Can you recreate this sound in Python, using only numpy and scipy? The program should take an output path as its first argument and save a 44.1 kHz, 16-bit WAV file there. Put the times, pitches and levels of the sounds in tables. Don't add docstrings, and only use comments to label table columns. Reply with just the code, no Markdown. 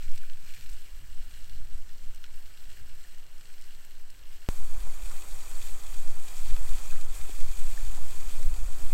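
import sys
import numpy as np
from scipy import signal
from scipy.fft import rfft, irfft, next_fast_len
from scipy.io import wavfile
from scipy.ndimage import uniform_filter1d, map_coordinates

SR = 44100
rng = np.random.default_rng(int(sys.argv[2]) if len(sys.argv) > 2 else 0)


def int16_out(signal):
    q = np.round(np.clip(np.atleast_2d(signal).T, -1, 1) * 32767)
    wavfile.write(sys.argv[1], SR, q.astype(np.int16))


N = 393813

TIME = np.arange(N) / SR
SIZE = 2 * next_fast_len(N // 2 + SR // 4)
FREQS = np.maximum(np.fft.rfftfreq(SIZE, 1 / SR), .5)
JUMP_S = 4.4886
CUTOFF_HZ = 15800


def from_db(db):
    return 10 ** (np.asarray(db) / 20)


def rms(x):
    return np.sqrt(np.mean(x ** 2) + 1e-20)


def unit(x):
    return x / rms(x)


def band(x, low_hz, high_hz, order=2):
    sections = signal.butter(order, [max(low_hz, 10), high_hz], "band", fs=SR, output="sos")
    return signal.sosfilt(sections, x + 1e-18)


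def drift(rate):
    knots = rng.standard_normal(N // 100)
    return unit(map_coordinates(knots, [TIME * rate], order=1, mode="wrap"))


def trend(db, db_per_s, start_s):
    return from_db(db + db_per_s * (TIME - start_s))


def swells(rows):
    return sum(height * .5 ** ((2 * (TIME - s) / length) ** 2) for s, length, height in rows)


def response(spectrum, peaks=()):
    hz, db = np.transpose(spectrum)
    shape = np.interp(np.log(FREQS), np.log(hz), db)
    for centre, width, lift in peaks:
        shape = shape + lift / (1 + (2 * (FREQS - centre) / width) ** 2)
    cepstrum = irfft(np.log(from_db(shape)))
    minimum_phase = np.exp(rfft(2 * cepstrum[:SIZE // 2], SIZE))
    return minimum_phase / rms(np.abs(minimum_phase))


def through(x, colour):
    return irfft(rfft(x, SIZE) * colour)[:N]


def noise(spectrum):
    return through(rng.standard_normal(SIZE), response(spectrum))


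def evened(x, heard, window_s):
    width = int(window_s * SR)
    power = uniform_filter1d(uniform_filter1d(heard ** 2, width), width // 2)
    return x / np.sqrt(power + 1e-12)


def tick(low_hz, high_hz, t60, snap_db, order=2):
    age = TIME[:SR // 5]
    grit = rng.standard_normal(len(age)) * from_db(-60 * age / t60)
    snap = from_db(snap_db) * (age == 0)
    return band(snap + grit, low_hz, min(high_hz, CUTOFF_HZ), order)


def add(out, s, db, sound):
    room = out[round(s * SR):][:len(sound)]
    room += from_db(db) * sound[:len(room)] / np.abs(sound).max()


def bursts(per_s, spread_db, fine_spread_db, largest, clump_db):
    edges = np.geomspace(900, 16400, 12)
    widths, out = np.diff(edges), np.zeros(N)
    shares = widths ** .25 / np.sum(widths ** .25)
    spreads = np.linspace(spread_db, fine_spread_db, len(widths))
    flurry = drift(30)
    for low, width, share, spread in zip(edges, widths, shares, spreads):
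        rate = per_s * share * from_db(clump_db * (flurry + drift(22)) / 2)
        born = np.flatnonzero(rng.random(N) < rate / SR)
        chance = rng.standard_normal(N)[born]
        strength = from_db(spread * np.minimum(np.abs(chance), largest) ** 2 / 2)
        clicks = np.zeros(N)
        clicks[born] = np.sign(chance) * strength
        out += band(unit(clicks), low, low + width)
    return unit(out)


def with_spatter(crackle, spatter_db, t60):
    keep = from_db(-60 / (t60 * SR)) ** 2
    energy = signal.lfilter([1 - keep], [1, -keep], crackle ** 2)
    hiss = band(rng.standard_normal(N), 900, 7500)
    return crackle + from_db(spatter_db) * np.sqrt(energy) * hiss


def small_spits(per_s, level_db, spread_db, t60, low_hz, high_hz):
    born = rng.random(N) < per_s / SR
    sizes = born * from_db(spread_db * rng.random(N) ** 2)
    envelope = signal.lfilter([1], [1, -from_db(-60 / (t60 * SR))], sizes + 1e-18)
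    return from_db(level_db) * unit(band(envelope * rng.standard_normal(N), low_hz, high_hz, order=1))


# middle_s, length_s, change_db
FLARES = [(0.14, 0.15, 1), (0.56, 0.29, 2.5), (1.4, 0.41, 0.2), (1.88, 0.35, -0.6), (2.18, 0.11, 1.6),
          (2.66, 0.4, 1.6), (3.46, 0.068, 1), (4.0, 0.56, -1), (4.53, 0.1, 2.5), (4.8, 0.37, -2),
          (5.67, 0.065, 1), (6.04, 0.096, -2), (6.6, 0.47, 1.6), (7.05, 0.11, -2), (7.16, 0.036, 2.8),
          (7.28, 0.31, 0)]
FRY_WANDER_DB, FRY_WANDERS_PER_S = 1, 5.5


def vigour():
    return from_db(FRY_WANDER_DB * drift(FRY_WANDERS_PER_S) + swells(FLARES))


# (per Hz, relative)
FAR_SPECTRUM = [(500, -16.5), (1100, -12), (2300, -3), (3700, -4.5), (5700, -1.5), (6300, -2.5), (7000, -1),
                (8500, -2.5), (9400, -3.5), (10500, -6), (11400, -1), (13200, 1.5), (14300, -2),
                (15500, -2.5)]
# centre_hz, width_hz, lift_db
FAR_RESONANCES = [(1456, 510, 11), (1767, 700, 8.5), (2330, 570, 4), (2843, 330, 9.5), (3246, 520, 6.5),
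                  (4214, 960, 9), (5190, 320, 4), (5870, 610, 3.5), (8000, 1500, 8.5)]


def far_colour():
    return response(FAR_SPECTRUM, FAR_RESONANCES)


FRY_FAR_DB, FRY_FAR_DB_PER_S = -60, -0.5
FULL_MIDDLE_S, FULL_LENGTH_S, FULL_LIFT_DB = 0.3, 0.9, 4.2
FULL_LOW_HZ, FULL_HIGH_HZ = 2200, 2700


def frying_far(colour):
    crackle = bursts(per_s=8000, spread_db=5.0, fine_spread_db=1.0, largest=2.96, clump_db=3.5)
    spattering = with_spatter(crackle, spatter_db=-7.5, t60=0.022)
    cracks = small_spits(per_s=40, level_db=-10.5, spread_db=5, t60=0.017, low_hz=2200, high_hz=6470)
    hiss = from_db(-3.8) * rng.standard_normal(N)
    sizzle = spattering + cracks + hiss
    lift = from_db(swells([(FULL_MIDDLE_S, FULL_LENGTH_S, FULL_LIFT_DB)])) - 1
    fuller = lift * band(sizzle, FULL_LOW_HZ, FULL_HIGH_HZ)
    return trend(FRY_FAR_DB, FRY_FAR_DB_PER_S, 0) * vigour() * through(sizzle + fuller, colour)


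# (per Hz, relative)
TREE_SPECTRUM = [(20, -25), (90, 8.5), (180, 1.5), (350, 0.5), (700, -2), (1200, -2.5), (2500, -13),
                 (8000, -66)]


def trees():
    return from_db(-66.0) * noise(TREE_SPECTRUM)


# (per Hz, relative)
WIND_FAR_SPECTRUM = [(1, -4), (4, 24.5), (10, 15), (20, -6), (40, -13), (70, -24.5), (120, -34),
                     (250, -49.5), (600, -78)]
WIND_NEAR_SPECTRUM = [(1, 11), (4, 27), (10, 13.5), (20, 2), (40, -10), (70, -34), (120, -51), (250, -67),
                      (600, -86.5)]
# middle_s, length_s, rumble_lift_db, flutter_lift_db
GUSTS = [(0.076, 0.039, 21, 16.5), (0.204, 0.073, -3, 4), (0.45, 0.12, -17, 8), (0.603, 0.12, -1, 11),
         (0.713, 0.11, 19.5, -1), (0.953, 0.15, 15, -1), (1.027, 0.046, -11, 10.5), (1.25, 0.38, 15, 7.5),
         (1.574, 0.16, 19, 14.5), (1.756, 0.22, 12, 3), (1.893, 0.09, -6, 6.5), (2.063, 0.15, 15, 9),
         (2.312, 0.1, 8, 8), (2.47, 0.095, 12, 5), (2.68, 0.1, 13, 6), (2.83, 0.17, 11, 12),
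         (3.03, 0.21, 10, 3), (3.695, 0.18, 9, 5), (4.264, 0.33, 11, 0), (4.64, 0.065, 17.5, 16),
         (4.803, 0.19, 21, 13), (5.042, 0.084, 17, 11), (5.3, 0.12, 10.5, 7.5), (5.497, 0.14, 7, 1),
         (5.722, 0.21, 6, 10.5), (5.954, 0.11, 15, 7), (6.196, 0.26, -1, 4), (6.457, 0.057, 4.5, 10),
         (6.548, 0.17, 20.5, 5), (6.742, 0.096, 18, 11), (6.887, 0.097, 12, 12), (7.206, 0.14, 13, 11.5),
         (7.47, 0.15, 8.5, 5.5), (7.653, 0.3, 9.5, 7), (7.86, 0.072, 19, 8), (7.994, 0.14, 11, 10),
         (8.118, 0.12, -8, 6.5), (8.29, 0.073, 10, 1), (8.5, 0.16, 17, 8.5), (8.648, 0.08, 14, 12.5),
         (8.904, 0.14, 4.5, 30)]
# time_s, level_db
SWAY_LEVELS = [(0, -14.5), (0.75, -31), (1.75, -26.5), (2.75, -32), (4.45, -32.5), (4.55, -18), (5.3, -25),
               (6.1, -17), (8.9, -16.5)]
SWAY_FOLLOWS = 0.19
SWAY_BELOW_HZ, RUMBLE_BELOW_HZ = 19, 70
BREEZE_FAR_DB, BREEZE_FAR_DB_PER_S = -62, -1
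BREEZE_NEAR_DB, BREEZE_NEAR_DB_PER_S = -58, 2
FLUTTER_FAR_DB, FLUTTER_NEAR_DB = -6, -10.5


def wind(lumps_db):
    beside = np.clip((TIME - JUMP_S) / .05, 0, 1)
    eddies = (1 - beside) * noise(WIND_FAR_SPECTRUM) + beside * noise(WIND_NEAR_SPECTRUM)
    sway = through(eddies, 1 / (1 + (FREQS / SWAY_BELOW_HZ) ** 8))
    lows = through(eddies, 1 / (1 + (FREQS / RUMBLE_BELOW_HZ) ** 8))
    audible_rumble = band(eddies, 32, RUMBLE_BELOW_HZ) - band(sway, 32, RUMBLE_BELOW_HZ)
    rumble = evened(lows - sway, audible_rumble, .1)
    flutter = evened(eddies - lows, eddies - lows, .1)
    far_breeze = trend(BREEZE_FAR_DB, BREEZE_FAR_DB_PER_S, 0)
    near_breeze = trend(BREEZE_NEAR_DB, BREEZE_NEAR_DB_PER_S, JUMP_S)
    breeze = (1 - beside) * far_breeze + beside * near_breeze
    rumble_db = swells([(s, length, db) for s, length, db, _ in GUSTS])
    flutter_db = swells([(s, length, db) for s, length, _, db in GUSTS])
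    flutter_db = flutter_db + (1 - beside) * FLUTTER_FAR_DB + beside * FLUTTER_NEAR_DB
    gusty = from_db(rumble_db) * rumble + from_db(flutter_db) * flutter
    buffeting = breeze * from_db(lumps_db * drift(7.7)) * gusty
    sway_db = np.interp(TIME, *np.transpose(SWAY_LEVELS)) + SWAY_FOLLOWS * rumble_db
    return buffeting + from_db(sway_db) * evened(sway, sway, 0.48)


# start_s, peak_db, centre_hz
SPITS = [(0.024, -43, 2200), (0.082, -44.5, 2700), (0.116, -45, 7500), (0.159, -39, 11000),
         (0.179, -39, 5570), (0.229, -51, 4200), (0.298, -37, 2700), (0.334, -43, 3200), (0.491, -47, 2600),
         (0.562, -45, 2600), (0.661, -42, 2800), (0.699, -39, 9000), (1.148, -47, 8100), (1.209, -49, 2800),
         (1.312, -47, 3300), (1.374, -51, 2800), (1.444, -40, 7300), (1.496, -42, 3800), (1.778, -45, 8400),
         (1.892, -42, 3000), (2.147, -41, 7900), (2.16, -42, 7000), (2.241, -34, 2700), (2.246, -44, 2500),
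         (2.263, -44, 3000), (2.574, -44, 3000), (2.715, -43, 3500), (2.729, -43, 7500),
         (2.772, -43.5, 2400), (3.183, -47, 6000), (3.41, -42.5, 2900), (3.456, -42, 4600),
         (3.582, -46, 2700), (3.613, -43, 7900), (3.622, -44, 7000), (3.641, -43, 6000), (3.749, -44, 3400),
         (3.85, -41, 12000), (4.101, -44, 3000), (4.104, -42, 7800), (4.192, -48, 3400), (4.256, -45, 2930),
         (4.463, -44, 2920), (5.311, -45, 5000), (5.407, -38.5, 3000), (5.513, -37.5, 3000),
         (5.694, -43, 5000), (6.345, -39, 7400), (6.488, -39, 3600), (6.508, -37, 2900), (6.565, -37, 2600),
         (6.785, -35.5, 3100), (7.003, -42, 5500), (7.155, -39, 8000), (7.213, -37, 2400),
         (7.881, -39, 5500), (7.948, -40, 3200), (8.42, -43, 2400), (8.429, -34, 3300), (8.806, -50, 2200)]
SPIT_SPAN = 1.53
SPIT_T60_S, SPIT_SNAP_DB = 0.014, 9


def spits(far_response, near_response):
    out = np.zeros(N)
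    far_ring = irfft(far_response)[:SR // 20]
    near_ring = irfft(near_response)[:SR // 20]
    for s, db, hz in SPITS:
        crack = tick(hz / SPIT_SPAN, hz * SPIT_SPAN, SPIT_T60_S, SPIT_SNAP_DB, order=1)
        add(out, s, db, signal.fftconvolve(crack, far_ring if s < JUMP_S else near_ring))
    return out


# middle_s, peak_db, centre_hz
BUFFETS = [(0.079, -31, 42), (1.529, -45, 40), (1.758, -34, 40), (2.82, -46, 52), (4.631, -35, 45.7),
           (6.435, -43, 50), (7.655, -33, 35.6), (8.45, -31, 52), (8.51, -39, 42), (8.623, -36, 40)]


def buffets():
    out = np.zeros(N)
    for s, db, hz in BUFFETS:
        age = np.pi * hz * (TIME[:SR // 10] - .05)
        add(out, s - .05, db, (1 - 2 * age ** 2) * np.exp(-age ** 2))
    return out


# start_s, peak_db, pitch_hz, width_hz, t60_s, roughness (a share, limited to 0-1)
KNOCKS = [(0.236, -44.5, 1550, 400, 0.014, 0.3), (2.241, -47.5, 1420, 400, 0.031, .4),
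          (3.048, -50, 1814, 250, 0.025, 0.4), (4.87, -40, 1100, 900, 0.028, 1),
          (5.109, -45, 1300, 600, 0.14, 1.1), (6.564, -43.5, 1120, 900, 0.038, .9),
          (6.903, -43, 2530, 300, 0.031, .2), (6.918, -46, 1400, 400, 0.27, 1),
          (7.293, -39.5, 403, 405, 0.051, 1), (7.775, -40, 1760, 250, 0.022, .15),
          (7.976, -42, 764, 500, 0.052, 0.74), (8.398, -45, 590, 200, 0.045, .2)]
KNOCK_ATTACK_S = 0.0007


def knocks(snap_db):
    out, age = np.zeros(N), TIME[:SR // 5]
    for s, db, hz, width_hz, t60, rough in KNOCKS:
        envelope = from_db(-60 * age / t60) * (1 - np.exp(-age / KNOCK_ATTACK_S))
        ring = np.sin(2 * np.pi * hz * age) * envelope
        grit = tick(hz - width_hz / 2, hz + width_hz / 2, t60, snap_db)
        rough = np.clip(rough, 0, 1)
        add(out, s, db, (1 - rough) * unit(ring) + rough * unit(grit))
    return out


def jump_click(step_db, settle_s):
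    age = np.maximum(TIME - JUMP_S, 0)
    return -from_db(step_db) * (age > 0) * np.exp(-age / settle_s)


def weak_modes(count):
    centres = rng.uniform(2000, 15000, count)
    return np.column_stack([centres, np.full(count, 70), rng.normal(0, 1.1, count)])


# (per Hz, relative)
NEAR_SPECTRUM = [(500, -32), (1200, -7), (2100, -2.5), (3000, -7.5), (3600, -7.5), (5300, -6.5),
                 (6100, -4.5), (7000, -2), (8500, -0.2), (9500, -6.5), (12800, -5.5), (13800, -8),
                 (15500, -9.5)]
# centre_hz, width_hz, lift_db
POT_RESONANCES = [(850, 100, 3), (1800, 250, -1.5), (2180, 110, -4.5), (2390, 120, 4.4), (2560, 190, 5.0),
                  (2920, 220, -2.2), (3130, 200, 3.9), (3480, 380, 4.9), (4125, 74, 2.5), (4461, 90, 7.6),
                  (4688, 50, 5.5), (4790, 90, -3), (5330, 80, -3), (5620, 110, 2.5), (6190, 80, -3),
                  (6586, 130, 3.2), (6821, 60, 4.4), (7170, 216, 2.6), (7530, 55, 4.2), (7700, 90, -3),
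                  (7900, 260, 2.8), (8328, 65, 2.5), (8700, 200, 2.5), (11568, 127, 3.2)]


def pot_colour():
    return response(NEAR_SPECTRUM, [*POT_RESONANCES, *weak_modes(count=110)])


def pings(count, level_db, spread_db, low_hz, high_hz, t60):
    out, age = np.zeros(N), TIME[:SR // 20]
    for when, pitch, size in rng.random((count, 3)):
        hz = low_hz * (high_hz / low_hz) ** pitch
        ring = np.sin(2 * np.pi * hz * age) * from_db(-60 * age / t60)
        add(out, when * TIME[-1], level_db + spread_db * size ** 2, ring)
    return out


FRY_NEAR_DB, FRY_NEAR_DB_PER_S = -53, 0.2362


def frying_near(colour):
    crackle = bursts(per_s=20000, spread_db=4.5, fine_spread_db=0.9, largest=3.24, clump_db=2.5)
    spattering = with_spatter(crackle, spatter_db=-6.0, t60=0.026)
    cracks = small_spits(per_s=45, level_db=-9.5, spread_db=10, t60=0.028, low_hz=2400, high_hz=6500)
    pops = pings(count=900, level_db=-10, spread_db=15.5, low_hz=1880, high_hz=9920, t60=0.017)
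    hiss = from_db(-8.5) * rng.standard_normal(N)
    sizzle = spattering + pops + cracks + hiss
    return trend(FRY_NEAR_DB, FRY_NEAR_DB_PER_S, JUMP_S) * vigour() * through(sizzle, colour)


# (per Hz, relative)
BURNER_SPECTRUM = [(40, -31), (150, 0.5), (300, 0), (600, 1), (850, 2), (1250, 1), (1700, -6), (3000, -16),
                   (8000, -37)]
FLAME_DB, FLAME_DB_PER_S = -57.5, 0.41


def burner(flutter_db):
    flutter = from_db(flutter_db * drift(45))
    return trend(FLAME_DB, FLAME_DB_PER_S, JUMP_S) * flutter * noise(BURNER_SPECTRUM)


# middle_s, length_s, level_db, centre_hz
SCRAPES = [(5.316, 0.04, -59.5, 4200), (6.479, 0.118, -58, 4080), (7.162, 0.04, -56, 10440)]
SCRAPE_GRIT_DB, SCRAPE_GRAINS_PER_S = 2, 250
SCRAPE_SPAN = 0.2


def peeling():
    out = np.zeros(N)
    for s, length, db, hz in SCRAPES:
        grit = from_db(db + SCRAPE_GRIT_DB * drift(SCRAPE_GRAINS_PER_S))
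        rasp = unit(band(rng.standard_normal(N), hz * (1 - SCRAPE_SPAN), hz * (1 + SCRAPE_SPAN)))
        out += grit * swells([(s, length, 1)]) * rasp
    return out


# start_s, length_s
HUMS = [(8.234, 0.348), (8.748, 0.3)]
HUM_HZ, HUM_DB, HUM_FADE_S = 232, -62.5, 0.048


def hum(waver):
    pitch = HUM_HZ * (1 + waver * drift(10))
    on = np.zeros(N)
    for s, length in HUMS:
        on += np.clip(np.minimum(TIME - s, s + length - TIME) / HUM_FADE_S, 0, 1)
    tone = np.sqrt(2) * np.sin(2 * np.pi * np.cumsum(pitch) / SR)
    return from_db(HUM_DB) * on * tone


def scene():
    distant, pot = far_colour(), pot_colour()
    far = frying_far(distant) + trees()
    near = frying_near(pot) + burner(flutter_db=0.93) + peeling() + hum(waver=0.0052)
    air = wind(lumps_db=1.5) + buffets()
    ticks = spits(distant, pot) + knocks(snap_db=13) + jump_click(step_db=-15.5, settle_s=0.024)
    return (np.where(TIME < JUMP_S, far, near) + ticks + air)[None]


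def record(dry):
    return signal.sosfilt(signal.ellip(12, .1, 90, CUTOFF_HZ, fs=SR, output="sos"), dry)


dry = scene()
out = record(dry)
int16_out(out)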